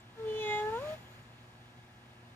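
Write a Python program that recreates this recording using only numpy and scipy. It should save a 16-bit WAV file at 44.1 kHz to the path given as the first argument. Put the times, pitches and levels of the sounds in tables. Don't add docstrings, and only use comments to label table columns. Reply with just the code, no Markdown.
import sys
import numpy as np
from scipy import signal
from scipy.fft import rfft, irfft, next_fast_len
from scipy.io import wavfile
from scipy.ndimage import uniform_filter1d, map_coordinates

SR = 44100
rng = np.random.default_rng(int(sys.argv[2]) if len(sys.argv) > 2 else 0)


def attenuation_scalar(level_db):
    decades = np.asarray(level_db, float) / 20
    return 10 ** decades


def materialize(psi):
    bounded = np.clip(np.atleast_2d(psi).T, -1, 1)
    quanta = np.round(bounded * 32767).astype(np.int16)
    wavfile.write(sys.argv[1], SR, quanta)


N = 103635
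LEAD_S = .0001

# t/s, level/dB
VOICE = [
    (.17, -53.5),
    (.20, -42.5),
    (.28, -33.5),
    (.39, -34),
    (.47, -36.5),
    (.75, -35.5),
    (.81, -42),
    (.87, -38),
    (.95, -38),
]


def unit(x):
    return x / np.sqrt(np.mean(x ** 2) + 1e-20)


def along(points, hz):
    f, v = np.transpose(points)
    return np.interp(np.log(hz + 1), np.log(f + 1), v)


def curves(rows):
    s, *cols = np.transpose(rows)
    t = np.arange(N) / SR
    return [uniform_filter1d(np.interp(t, s, c), size=700, mode="nearest") for c in cols]


def wobble(rate):
    return map_coordinates(rng.standard_normal(N // 50), [np.arange(N) * rate / SR])


def filtered(x, response):
    m = next_fast_len(N + SR // 2)
    return irfft(rfft(x, m) * response(np.fft.rfftfreq(m, 1 / SR)), m)[..., :N]


def peak(f, hz, width_hz):
    return (hz * width_hz) ** 2 / ((hz ** 2 - f ** 2) ** 2 + (f * width_hz) ** 2)


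def rush(spectrum, patchy_db):
    # f/Hz, correlation
    alike = [(60, 0.93), (130, 1), (290, 0.87), (640, 0.75), (1410, -0.75), (3100, 0.99), (6820, -0.57),
             (15000, 0.068)]
    # f/Hz, level/dB
    balance = [(60, -2.5), (240, 2), (950, 1.5), (3770, 0.0), (15000, -1.5)]
    z = signal.stft(rng.standard_normal((2, N)), nperseg=512)[2]
    patches = uniform_filter1d(rng.standard_normal(z.shape[1:]), size=6, axis=0)
    patches = uniform_filter1d(patches, size=10, axis=1)
    pair = signal.istft(z * attenuation_scalar(patchy_db * unit(patches)), nperseg=512)[1][:, :N]

    def mid_side(hz):
        turn = np.arccos(np.clip(along(alike, hz), -1, 1)) / 2
        return attenuation_scalar(along(spectrum, hz)) * [np.cos(turn), np.sin(turn)]

    def left_right(hz):
        lead = np.exp(1j * np.pi * hz * LEAD_S * np.array([[1], [-1]]))
        return attenuation_scalar(along(balance, hz) * [[.5], [-.5]]) * lead

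    mid, side = filtered(pair, mid_side)
    return unit(filtered(np.array([mid + side, mid - side]), left_right))


def noise_reducer():
    # t/s, background level/dB
    let_through = [(0, -81), (.16, -81), (.20, -76), (.30, -73.5), (.38, -72.5), (.60, -70), (.80, -71),
                   (.935, -69.5), (.965, -75.5), (1.1, -77), (1.3, -80), (2.35, -81)]
    open_db, = curves(let_through)
    return open_db - let_through[-1][1]


def rumble(open_db):
    # f/Hz, level/dB per Hz
    bass = [(30, -21), (50, -9), (118, -4), (146, -7.5), (236, -10), (356, -14), (500, -32.5)]
    bass_db, reducer_share = -62.5, 0.77
    gain = attenuation_scalar(bass_db + reducer_share * open_db + 0.41 * wobble(7.5))
    return gain * rush([(18, -58)] + bass + [(800, -54)], patchy_db=0.5)


def hum():
    # f/Hz, level/dB rms
    tones = [(105.8, -70.5), (120, -61), (225, -72), (239, -69), (297, -81), (360, -72), (628, -79.5),
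             (706, -82.5), (734, -76.5), (840, -74.5), (974, -79), (1305, -79), (1637, -78), (1722, -88.5)]
    t = np.arange(N) / SR
    out = 0
    for hz, db in tones:
        gain = np.sqrt(2) * attenuation_scalar(db + 0.7 * wobble(9))
        cycles = hz * t + rng.random() + 0.074 * wobble(15)
        out = out + gain * np.sin(2 * np.pi * (cycles + hz * LEAD_S * np.array([[1], [0]])))
    return out


def fan():
    band = filtered(rng.standard_normal((2, N)), lambda f: peak(f, hz=1682, width_hz=50))
    return attenuation_scalar(-73) * unit(band)


def hiss():
    # f/Hz, level/dB per Hz
    grille = [(400, -10), (480, -6), (900, -5.5), (1700, -7), (3600, -12.5), (5500, -21.5), (9000, -26),
              (15700, -35)]
    return attenuation_scalar(-60.5 + 0.45 * wobble(14)) * rush([(200, -39.5)] + grille, patchy_db=0.76)


def ticks():
    # t/s, peak level/dB, f/Hz, t60/s
    creaks = [
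        (.002, -53.5, 7420, 0.023),
        (1.005, -66, 9500, 0.005),
        (1.23, -58, 7000, .012),
        (1.784, -35, 130, 0.054),
    ]
    out, t = np.zeros(N + SR), np.arange(SR // 5) / SR
    for s, db, hz, t60 in creaks:
        onset = 1 - np.exp(-t * hz / 2)
        start = round(s * SR)
        out[start:start + len(t)] += attenuation_scalar(db - 60 * t / t60) * np.sin(2 * np.pi * hz * t) * onset
    return out[:N] * attenuation_scalar([[1.5], [-1.5]])


def fold_pitch(t):
    # t/s, f/Hz before the closing rise
    base = [(.17, 450.6), (.33, 430), (.39, 435.2), (.47, 422), (.55, 420), (.65, 425), (.75, 444),
            (.87, 444.5), (.95, 462.4)]
    rise_s, rise_span_s, rise_hz = 0.8024, .02, 167.6
    rise = rise_hz / (1 + np.exp(np.clip((rise_s - t) / rise_span_s, -50, 50)))
    return uniform_filter1d(curves(base)[0], size=1500) + rise


def through_lips(f, drop):
    # f/Hz, width/Hz, level/dB
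    palate = [(2620, 700, -5), (3450, 500, 0), (5100, 300, -20), (5650, 300, -17)]
    out = sum(attenuation_scalar(2 * db) * peak(f, hz, width) ** 2 for hz, width, db in palate)
    front_shut_hz, front_wide_hz, snap = 6450, 7020, 0.59
    front_hz = front_shut_hz + np.clip(4 * (drop - snap) + .5, 0, 1) * (front_wide_hz - front_shut_hz)
    out += attenuation_scalar(2 * (-12.5 + 3.3 * drop ** 2)) * peak(f, front_hz, width_hz=600) ** 2
    throat_shut_hz, throat_wide_hz, throat_db = 4250, 3760, -5
    throat_hz = throat_shut_hz + np.sqrt(drop) * (throat_wide_hz - throat_shut_hz)
    return out + attenuation_scalar(2 * throat_db) * peak(f, throat_hz, width_hz=500) ** 2


def mouth_power(k, f, t, jaw, tongue, tongue_db, lips_db):
    folds_db_per_oct = -4.5
    throat = peak(f, jaw, width_hz=280) * attenuation_scalar(2 * folds_db_per_oct * np.log2(k))
    drop = np.clip((jaw - jaw.min()) / np.ptp(jaw), 0, 1)
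    mouth = attenuation_scalar(2 * tongue_db) * peak(f, tongue, width_hz=320) ** 2
    mouth += attenuation_scalar(2 * lips_db) * through_lips(f, drop)
    nose_hz, nose_width_hz, nose_db, nose_fade_s = 1250, 510, 0, 0.035
    nose_fade = np.exp(-2 * np.abs(t - VOICE[0][0]) / nose_fade_s)
    mouth += attenuation_scalar(2 * nose_db) * peak(f, nose_hz, nose_width_hz) ** 2 * nose_fade
    power = throat / throat[0] + (k > 1) * mouth
    shut_db, wide_db = -9, -0.5
    hollow_db = (shut_db + drop ** 2 * (wide_db - shut_db)) * peak(f, hz=1455, width_hz=410)
    return power * attenuation_scalar(2 * hollow_db * (k > 1))


def breath(lips_db):
    air = unit(filtered(rng.standard_normal(N), lambda f: peak(f, hz=3600, width_hz=1400)))
    return air * attenuation_scalar(-59 + .65 * lips_db)


def catches(k, t):
    # t/s, length/s, fundamental level/dB, overtone level/dB
    dips = [
        (0.335, 0.038, -1.5, -5),
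        (0.711, .012, -3, -7.5),
    ]
    gain_db = .7 * np.array([wobble(16.37) for _ in k])
    for s, span, low_db, high_db in dips:
        gain_db += np.where(k > 1, high_db, low_db) * np.exp(-((t - s) / span) ** 2)
    return gain_db


def cat():
    # t/s, jaw resonance f/Hz, tongue resonance f/Hz, tongue level/dB, lip opening level/dB
    mouth_shape = [
        (.25, 440, 3100, -40, -32),
        (.29, 418, 2940, -14.5, -25),
        (.38, 450, 3020, -13, -17),
        (.44, 648, 2315, -6, -12),
        (.52, 785, 2150, 2.5, -9.5),
        (.605, 800, 1960, -5.5, -14.5),
        (.65, 739.4, 1750, -7.5, -37),
        (.76, 864, 1505, -7.5, -27),
        (.89, 583, 1113, -11, -34),
    ]
    attack_s, release_s, jitter, shimmer_db = 0.035, 0.029, .001, .4
    t = np.arange(N) / SR
    level_db, = curves(VOICE)
    jaw, tongue, tongue_db, lips_db = curves(mouth_shape)
    pitch = fold_pitch(t)
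    k = np.arange(1, 20)[:, None]
    power = mouth_power(k, k * pitch, t, jaw, tongue, tongue_db, lips_db)
    cycles = np.cumsum(pitch * (1 + jitter * wobble(119.7))) / SR
    waves = np.sin(2 * np.pi * (k * cycles + rng.random(k.shape)))
    tones = np.sqrt(2 * power) * attenuation_scalar(catches(k, t)) * waves
    gate = np.clip((t - VOICE[0][0]) / attack_s + .5, 0, 1)
    gate = gate * np.clip((VOICE[-1][0] - t) / release_s + .5, 0, 1)
    voice = tones.sum(0) * attenuation_scalar(level_db + shimmer_db * wobble(60.05))
    return (voice + breath(lips_db)) * gate


def ports(x):
    # f/Hz, level/dB
    pan = [(430, 1.5), (850, 4.5), (1280, -2.5), (1900, -14.5), (2550, 5.5), (3100, -3), (4400, -5),
           (7000, 21)]
    # f/Hz, phase/radians
    lead = [(430, 0.33), (850, 0.55), (1280, 0.43), (1900, 1.3), (2550, 2), (3400, 0.87), (3900, 3.5),
            (7000, 4)]
    echo_db, echo_t60 = -17.5, 0.23

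    def pair(hz):
        shadow_db = -9 * peak(hz, 3810, width_hz=730) ** 2
        ratio = attenuation_scalar(along(pan, hz) + shadow_db)
        turn = np.exp(.5j * along(lead, hz))
        return np.array([ratio * turn, 1 / turn]) * np.sqrt(2 / (1 + ratio ** 2))

    t = np.arange(SR // 4) / SR
    tail = rng.standard_normal((2, len(t))) * attenuation_scalar(-60 * t / echo_t60)
    echo = signal.fftconvolve(x[None], tail / np.linalg.norm(tail[0]), axes=1)[:, :N]
    return filtered(x, pair) + attenuation_scalar(echo_db) * echo


def insect():
    # t/s, strength level/dB, upper band f/Hz
    rasp = [
        (.3, -30, 11200),
        (.40, 0, 11250),
        (.52, -1, 11950),
        (.75, -3, 12000),
        (.9, -2, 12000),
        (1.15, 2, 11800),
        (1.22, -1, 11800),
        (1.29, -12, 11800),
        (1.55, -20, 11800),
    ]
    high_db, low_db = -82.5, -81.5
    strength_db, upper_hz = curves(rasp)
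    slow = filtered(rng.standard_normal((2, 2, N)), lambda f: peak(f + 1, 230, 380) * (f < 1200))
    phase = 2 * np.pi * np.cumsum(upper_hz) / SR
    high = unit(slow[0] * np.cos(phase) + slow[1] * np.sin(phase))
    low = unit(filtered(rng.standard_normal((2, N)), lambda f: peak(f, hz=7000, width_hz=770)))
    low = low * attenuation_scalar([[3], [-6]])
    return attenuation_scalar(strength_db + 1.5 * wobble(45)) * (attenuation_scalar(high_db) * high + attenuation_scalar(low_db) * low)


def scene():
    open_db = noise_reducer()
    background = rumble(open_db) + attenuation_scalar(.45 * open_db) * hum()
    background = background + attenuation_scalar(open_db) * (hiss() + fan() + insect())
    return background + ticks() + ports(cat())


def low_pass(x):
    return signal.sosfilt(signal.butter(12, 15690, fs=SR, output="sos"), x)


def record(dry):
    return low_pass(dry)


dry = scene()
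out = record(dry)
materialize(out)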